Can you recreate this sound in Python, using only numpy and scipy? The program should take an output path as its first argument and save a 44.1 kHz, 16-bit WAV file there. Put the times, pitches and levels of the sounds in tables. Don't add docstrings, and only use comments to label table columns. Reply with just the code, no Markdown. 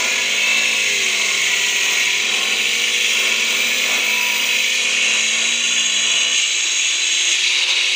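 import sys
import numpy as np
from scipy import signal
from scipy.fft import rfft, irfft, next_fast_len
from scipy.io import wavfile
from scipy.ndimage import uniform_filter1d, minimum_filter1d, map_coordinates

SR = 44100
rng = np.random.default_rng(int(sys.argv[2]) if len(sys.argv) > 2 else 0)


def unload_wav(signal):
    wavfile.write(
        sys.argv[1],
        SR,
        np.round(np.clip(np.atleast_2d(signal).T, -1, 1) * 32767).astype(np.int16),
    )


def field_ratio(decibels):
    return 10 ** (np.asarray(decibels, dtype=float) / 20)


N = 350595
STEP = 64
SIZE = next_fast_len(N + 8192)
TEETH, BLADES = 47, 14
GEAR = 47 / 10
HUMMED = 8, 9, 10, 18, 24


def unit(x):
    return x / np.sqrt(np.mean(x ** 2) + 1e-20)


def along(points, hz):
    f, v = np.transpose(points)
    return np.interp(np.log(hz + 1), np.log(f + 1), v)


def slow_times():
    return np.arange(0, N + STEP, STEP) / SR


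def full(slow):
    return np.interp(np.arange(N), np.arange(0, N + STEP, STEP), slow)


def curves(rows):
    s, *cols = np.transpose(rows)
    return [np.interp(slow_times(), s, c) for c in cols]


def bumps(rows):
    t = slow_times()
    return sum((db * np.exp(-((t - s) / half) ** 2) for s, db, half in rows), 0 * t)


def wobble(rate):
    knots = rng.standard_normal(int(N * rate / SR) + 4)
    return map_coordinates(knots, [slow_times() * rate])


def sine(cycles):
    return np.sin(np.float32(2 * np.pi * (cycles - np.floor(cycles))))


def resonance(f, modes):
    return sum(field_ratio(db) * f * w / np.hypot(c * c - f * f, f * w) for c, w, db in modes)


def coloured(bins, spectrum, modes=()):
    f = np.fft.rfftfreq(SIZE, 1 / SR)
    ring = resonance(f, modes) if modes else 1
    gain = np.float32(field_ratio(along(spectrum, f)) * ring)
    return unit(irfft(bins * gain, SIZE)[:N])


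def patchy(x, depth_db, wide_hz, long_s, size=1024):
    z = signal.stft(np.float32(x), nperseg=size)[2]
    field = rng.standard_normal(z.shape, np.float32)
    for cells, axis in ((wide_hz * size / SR, 0), (long_s * SR * 2 / size, 1)):
        cells = max(round(cells), 1)
        field = uniform_filter1d(uniform_filter1d(field, cells, axis), cells, axis)
    return signal.istft(z * np.float32(field_ratio(depth_db * unit(field))), nperseg=size)[1][:N]


def repeating(turns, orders, drift_db, wear, without, size=2048, count=16):
    sizes = np.zeros((N // STEP + 2, size // 2 + 1), np.complex64)[::count]
    lowest, highest = int(orders[0][0]), int(orders[-1][0])
    for k in sorted(set(range(lowest, highest + 1)) - set(without)):
        height = field_ratio(along(orders, k) + drift_db * wobble(wear))[::count]
        sizes[:, k] = height * np.exp(2j * np.pi * rng.random())
    profile = np.pad(irfft(sizes, size) * size / 2, ((0, 1), (0, 1)), "wrap")
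    place = [np.arange(N) / (STEP * count), turns % 1 * size]
    return map_coordinates(profile, place, order=1) * 2 / np.sqrt(SR)


def stance_db(dbs, shares):
    return np.dot(dbs, shares) / sum(shares)


def posed(drive, shares, colours):
    return sum(full(share) * coloured(drive, colour) for share, colour in zip(shares, colours))


# (time [s], level [dB])
WIND = [(0, -61), (4.4, -60.5), (5.2, -65.5), (6.7, -73), (7.95, -69)]
# (time [s], change [dB], half length [s])
GUSTS = [(.25, 5, 0.11), (1.37, 7, 0.17), (1.75, 3.5, .2), (2.97, 0, 0.072), (4.74, -10, .04),
         (5.02, 5, .05), (5.38, 8, 0.034), (6.86, 10, .08), (7.24, -12, .05), (7.37, 10, .05),
         (7.62, 11, 0.047), (7.78, -18, .05)]
# (frequency [Hz], level [dB per Hz])
BUFFET = [(15, -30), (40, -16), (70, -2.5), (120, 1.5), (170, -4.5), (400, -60)]


def wind():
    lumps = patchy(rng.standard_normal(N), depth_db=2, wide_hz=45, long_s=.07, size=2048)
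    level_db = curves(WIND)[0] + bumps(GUSTS) + 2.0 * wobble(5.9)
    return full(field_ratio(level_db)) * coloured(rfft(lumps, SIZE), BUFFET)


# (time [s], peak [dB], frequency [Hz])
STEPS = [
    (7.12, -43, 215),
    (7.13, -45, 320),
    (7.42, -43, 220),
]


def steps():
    out = np.zeros(N + SR)
    t = np.arange(SR // 4) / SR
    for s, db, hz in STEPS:
        envelope = field_ratio(db - 60 * t / 0.21) * (1 - np.exp(-t / 0.013))
        out[round(s * SR):][:len(t)] += envelope * np.sin(2 * np.pi * hz * t)
    return out[:N]


# (time [s], frequency [Hz], level
# [dB], half length [s])
SINGS = [(.2, 1700, -33, .1), (.5, 1100, -37, .06), (.63, 1700, -31, .06), (1.33, 1075, -37, .12),
         (2.44, 1075, -38, .07), (3.75, 1720, -35, .15), (5.9, 182, -49, .4), (2.07, 990, -36, .04)]


def singing():
    t, slow = np.arange(N) / SR, slow_times()
    out = np.zeros(N)
    for s, hz, db, half in SINGS:
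        envelope = field_ratio(db + 2 * wobble(40)) * np.exp(-((slow - s) / half) ** 2)
        out += full(envelope) * sine(hz * t + full(0.073 * wobble(40)))
    return out


# (frequency [Hz], width [Hz], level [dB])
SLAB = [(231, 55, -5), (397, 60, -6.5), (503.2, 34, -4), (690, 51, -6.5), (987, 12.5, 0.5),
        (1101, 45, -3.5), (1426, 32, -3), (1900, 82, -13.5)]
# (frequency [Hz], level [dB per Hz])
SLAB_CUT = [(100, -50), (160, -4.5), (200, -1.5), (1750, 2.5), (2200, -26), (3700, -120)]
SLAB_FREE = [(120, -68), (200, -31), (333, -5), (503, -8.5), (892, -9), (967, -19), (1030, -4.5),
             (1700, -9.5), (2210, -17), (3740, -120)]
SLAB_OVER = [(120, -74), (200, -23), (361, -22), (395, -12.5), (526, -4.5), (664, -22), (993, -0.5),
             (1160, -11), (1700, -5.5), (2210, -22), (3740, -120)]


def slab_hum(force, shares, touch, push_db, weight_db):
    contact, lean = full(touch), full(shares[3])
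    shaken = rfft(patchy(force, depth_db=1.8, wide_hz=60, long_s=.3), SIZE)
    free = (1 - lean) * coloured(shaken, SLAB_FREE) + lean * coloured(shaken, SLAB_OVER)
    slab = contact ** 2 * coloured(shaken, SLAB_CUT, SLAB) + (1 - contact) * free
    rock_db = 2 * wobble(7)
    level_db = stance_db((-36, -33.5, -40, -37.5), shares) + 1.15 * push_db + weight_db + rock_db
    return full(field_ratio(level_db)) * slab


# (frequency [Hz], level [dB])
FOURTH = [(165, -77), (190, -66), (200, -52), (220, -44.5), (235, -41.5), (250, -49), (320, -50)]
ARMATURE = [(190, -54), (214, -45.5), (226, -47.5), (238, -46.5), (252, -48.5), (270, -77), (325, -56),
            (370, -47)]
MESH = [(1915, -31), (2050, -39), (2150, -33), (2330, -30), (2445, -29.5), (2570, -26.5), (2750, -29),
        (2900, -24)]
FAN = [(2690, -38), (2790, -51), (3130, -31), (3300, -39), (3450, -31.5), (3650, -33), (3870, -28),
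       (4100, -46)]
# (time [s], disc order [turns], change [dB], half length [s])
SWELLS = [(.2, 47, -10, .2), (.6, 48, 7, .2), (1.05, 47, -9, .15), (1.65, 47, 4, .3), (1.6, 48, -12, .6),
          (2.8, 47, -9, .55), (3.0, 48, -12, .7), (4.3, 48, 3, .3), (3.65, 4.7, 4, .3), (4.75, 4, -10, .12),
          (3.65, 47, 5, .15), (4.4, 65.8, -12, .5), (5.9, 65.8, 3, .15), (5.2, 65.8, -12, .17),
          (5.8, 48, -9, .6), (4.4, 9, 5, .45), (7.5, 47, 14, .2), (.1, 8, 2, .3), (1.0, 8, 6, .2),
          (5.9, 8, -5, .5), (.5, 4.7, -10, .3), (2.6, 9, -5, .2), (5.8, 10, -10, .7), (3.5, 18, -14, .3),
          (4.35, 18, 8, .3), (5.25, 18, -10, .3), (.9, 24, -18, .5), (1.75, 24, -5, .2), (2.45, 24, 5, .1),
          (3.1, 24, -16, .4)]


def machine_tones(turns, speed, touch):
    orders = 4, GEAR, TEETH, TEETH + 1, BLADES * GEAR, *HUMMED
    unloaded = 1 - np.clip(touch / .85, 0, 1)
    fourth_db = along(FOURTH, 4 * speed) - 16 * unloaded
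    mesh_db = along(MESH, TEETH * speed) - 27 * unloaded + 1.8 * wobble(9)
    sideband_db = mesh_db - 1.5
    fan_db = along(FAN, BLADES * GEAR * speed)
    levels = [fourth_db, along(ARMATURE, GEAR * speed), mesh_db, sideband_db, fan_db]
    for k, db in zip(HUMMED, (-41.5, -43.5, -39, -42, -41)):
        ring_db = 20 * np.log10(resonance(k * speed, SLAB))
        levels.append(db + 1.2 * ring_db + 1.5 * wobble(3.056) - 44 * unloaded)
    out = np.zeros(N)
    for k, db in zip(orders, levels):
        swell_db = bumps([(s, change, half) for s, order, change, half in SWELLS if abs(order - k) < .35])
        level = full(field_ratio(db + swell_db + 3 + .8 * wobble(12)))
        out += level * sine(k * turns + full(.04 * wobble(20)))
    return out


# (order [per turn], level [dB over 1 Hz of grit])
RIM = [(2, 6), (3, 16), (5, 19), (7, 17), (8, 21), (10, 22), (13, 19), (14, 13), (17, 18), (18, 22),
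       (19, 16), (23, 14), (24, 17), (33, 16), (37, 12), (60, 8)]
ROTOR = [(2, 17), (12, 5.4), (13, 6.4), (16, 13.6), (25, 6.9)]


def grit(turns, contact):
    sung = 4, TEETH, TEETH + 1, *HUMMED
    rim = field_ratio(1.5) * contact ** 2 * repeating(turns, RIM, drift_db=2.6, wear=2.5, without=sung)
    rotor = repeating(GEAR * turns, ROTOR, drift_db=1.5, wear=3.2, without=(BLADES,))
    runout_db = .7 * contact * np.sin(2 * np.pi * turns)
    chatter = field_ratio(full(0.21 * wobble(40) + 0.39 * wobble(110)) + runout_db)
    return chatter * rng.standard_normal(N) + rim + rotor


# (frequency [Hz], level [dB per Hz])
WHISTLE = [(12500, -70), (13800, -32), (14150, -13), (14500, -4), (15000, 0), (15500, -2)]


def rim_whistle(drive, rub_db, jolt_db):
    level_db = rub_db + 1.2 * jolt_db + 3.0 + .9 * wobble(60)
    return full(field_ratio(level_db)) * coloured(drive, WHISTLE)


# (time [s], change [dB], half length [s])
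SHADED = [
    (.1, -0.5, .2),
    (2.2, -7.5, .13),
    (3.37, -7, .09),
    (7.8, -2, 0.18),
]


def shaded(x):
    high = signal.butter(3, 8200, "high", fs=SR, output="sos")
    return x + (full(field_ratio(bumps(SHADED))) - 1) * signal.sosfiltfilt(high, x)


# (frequency [Hz], level [dB per Hz])
RING_SIDE = [(2940, -42), (5000, -12), (5300, -5.5), (5570, -5.5), (6450, 2.5), (6680, 2.5), (7770, -8.5),
             (8830, -11.5), (9990, -27.5), (12600, -30), (16400, -61), (22000, -120)]
RING_NEAR = [(2940, -56), (5000, -8), (5320, -6.5), (5900, 2), (6890, 2), (8050, -8.5), (8860, -8.5),
             (10700, -25), (12600, -29.5), (16400, -51), (22000, -120)]
RING_FACE = [(2940, -67), (5000, -17), (5200, -32), (5540, -8.5), (5960, -14), (6440, 2.5), (6690, 8.5),
             (7190, -18), (7440, 2), (7840, -10), (8140, -13.5), (9140, -39), (9910, -37.5), (11100, -62),
             (13900, -55)]
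RING_OVER = [(2940, -46), (5000, -2), (6250, 2.5), (6600, 0.5), (7100, -5), (7740, -3), (8350, -12.5),
             (10600, -20), (12500, -38), (13900, -29)]


def disc_ring(drive, shares, push_db):
    ring = shaded(posed(drive, shares, (RING_SIDE, RING_NEAR, RING_FACE, RING_OVER)))
    return full(field_ratio(stance_db((-23.5, -27, -21, -30), shares) + 1.65 * push_db)) * ring


# (frequency [Hz], level [dB per Hz])
GRIND_SIDE = [(880, -88), (1500, -36), (1600, -26), (1670, -11.5), (1820, -11), (1880, -8.5), (2240, 7),
              (2430, -2.5), (2620, 4.5), (2930, -6), (3150, 0.5), (3670, -12), (3990, -2), (4700, -22.5),
              (5100, -36), (6630, -52), (11200, -120)]
GRIND_NEAR = [(880, -54), (1500, -29), (1600, -41), (1740, -11.5), (2030, -10), (2200, 0), (2330, 0.5),
              (2630, -0.5), (2870, -5.5), (3390, -2), (3660, -14.5), (3950, -5), (4400, -22), (4850, -15.5),
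              (5100, -39), (6630, -66), (11200, -120)]
GRIND_FACE = [(880, -39.5), (1500, -27), (1820, -15), (2010, -22), (2210, -10), (2860, 2), (3170, -5),
              (3460, 0.5), (3640, -15), (3970, -0.5), (4290, -33), (4630, -14), (5100, -44), (6630, -66),
              (11200, -120)]
GRIND_OVER = [(880, -57), (1500, -29), (1720, -26), (1910, -15.5), (2170, -1), (2860, 3.5), (3390, -6.5),
              (3850, 5.5), (4070, -2.5), (4770, -7), (5100, -41), (6630, -52), (11200, -120)]


def grind(drive, shares, push_db):
    hiss = posed(drive, shares, (GRIND_SIDE, GRIND_NEAR, GRIND_FACE, GRIND_OVER))
    return full(field_ratio(stance_db((-18, -19.5, -19.5, -17.5), shares) + push_db)) * hiss


# (time [s], speed [turns per s])
SPIN = [(0, 49.7), (.54, 55.8), (.73, 55.5), (1.15, 45.4), (1.47, 41.6), (2.08, 40.4), (2.5, 45.7),
        (2.93, 48.6), (3.36, 47.3), (3.7, 51.1), (4.16, 54.9), (4.86, 51.3), (5.25, 56.1), (5.62, 59.6),
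        (6.42, 63.1), (7.0, 73.8), (7.25, 75.7), (7.95, 78.7)]
# (time [s], drawn nearer [0-1], disc face on [0-1], leaning over slab [0-1], rim in the cut [0-1])
POSE = [(0, 0, 0.07, 0.16, 1), (2, 0.25, 0.2, 0.15, 0.76), (2.4, 1, 0.02, 0.11, 0.9),
        (3.5, 0.73, 0, 0.13, 0.84), (4.5, 0.89, 0, 0.18, 0.82), (5.3, 0.59, 0.5, 0.03, 0.84),
        (5.9, 0.25, 0.79, 0, 0.83), (6.33, 0.28, 0.84, 0, 0.87), (6.42, 0, 0.74, 0.17, 0.2),
        (7.33, 0, 0.54, 0.08, 0.36), (7.4, 0.51, 0.15, 0.44, 0.14), (7.75, 0.05, 0.15, 0.85, 0.16),
        (7.95, 0.5, 0.05, 0.5, 0.43)]
# (time [s], pressure [dB], rim rubbing cut wall [dB], weight shaking slab [dB])
HANDS = [(0, -0.5, -36, 2.5), (.26, -1.5, -40, 1), (.5, -1, -39, 1), (1.15, 0, -39, 1), (1.93, 0, -35, 2.5),
         (2.28, 1, -43, -2), (2.45, -0.5, -39, 0), (2.7, 0, -37.5, -3), (3.0, 1, -37, -3.5),
         (3.21, 1, -35, -2), (3.38, 1, -39, -1), (3.64, 0, -31, 2), (3.95, 0.5, -34, 3),
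         (4.13, -0.5, -32, 0), (4.4, 0, -29.5, 1.5), (4.69, 0, -37, -3), (4.9, 0, -49, 0.5),
         (7.95, .5, -55, 1)]
# (time [s], change [dB], half length [s])
JOLTS = [(.41, -0.5, 0.037), (2.35, 1, 0.017), (3.67, 0, .02), (4.02, -1, 0.037), (5.58, -1, 0.046),
         (6.29, -1.5, 0.051), (6.39, 2, 0.05), (7.02, -1, 0.05), (7.31, 1.5, .04), (7.66, -2.5, .018),
         (7.7, 1.5, .02)]


def scene():
    inertia_s = .12
    speed = uniform_filter1d(curves(SPIN)[0], round(inertia_s * SR / STEP), mode="nearest")
    turns = np.cumsum(full(speed)) / SR
    press_db, rub_db, weight_db = curves(HANDS)
    jolt_db = bumps(JOLTS)
    push_db = press_db + jolt_db
    near, face, over, touch = np.clip(curves(POSE), 0, 1)
    side = np.clip(1 - near - face - over, 0, 1)
    shares = side, near, face, over
    force = grit(turns, full(touch))
    drive = patchy(force, depth_db=1.7, wide_hz=70, long_s=.25)
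    drive = rfft(patchy(drive, depth_db=1.2, wide_hz=400, long_s=.015), SIZE)
    mix = wind() + steps() + singing()
    mix += slab_hum(force, shares, touch, push_db, weight_db)
    mix += machine_tones(turns, speed, touch)
    mix += rim_whistle(drive, rub_db, jolt_db)
    mix += disc_ring(drive, shares, push_db)
    mix += grind(drive, shares, push_db)
    return mix[None]


def limited(x, top, size=131):
    gain = minimum_filter1d(np.minimum(1, top / (np.abs(x) + 1e-9)), 2 * size)
    return x * uniform_filter1d(uniform_filter1d(gain, size), size)


def thinned(x, below_db, faint_db, size=2048, count=8):
    top_hz = 15485
    hz, _, z = signal.stft(np.float32(x), SR, nperseg=size)
    strips = np.arange(len(hz)) // count
    power = np.add.reduceat(np.abs(z) ** 2, np.arange(0, len(hz), count))[strips] / count
    whistle = power[(hz > 14300) & (hz < top_hz)].mean(0)
    reach = field_ratio(-below_db - np.clip(13000 - hz, 0, SR) / 60)[:, None] ** 2
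    heard = power > whistle * reach + field_ratio(faint_db) ** 2
    heard = heard | (hz < 11000)[:, None]
    return signal.istft(z * heard * (hz < top_hz)[:, None], SR, nperseg=size)[1][:N]


def band_limit(x):
    return signal.sosfilt(signal.butter(12, 16840, fs=SR, output="sos"), x)


def record(dry):
    held = limited(dry[0], top=.53)
    kept = thinned(held, below_db=20.5, faint_db=-92)[None]
    return band_limit(kept)


dry = scene()
out = record(dry)
unload_wav(out)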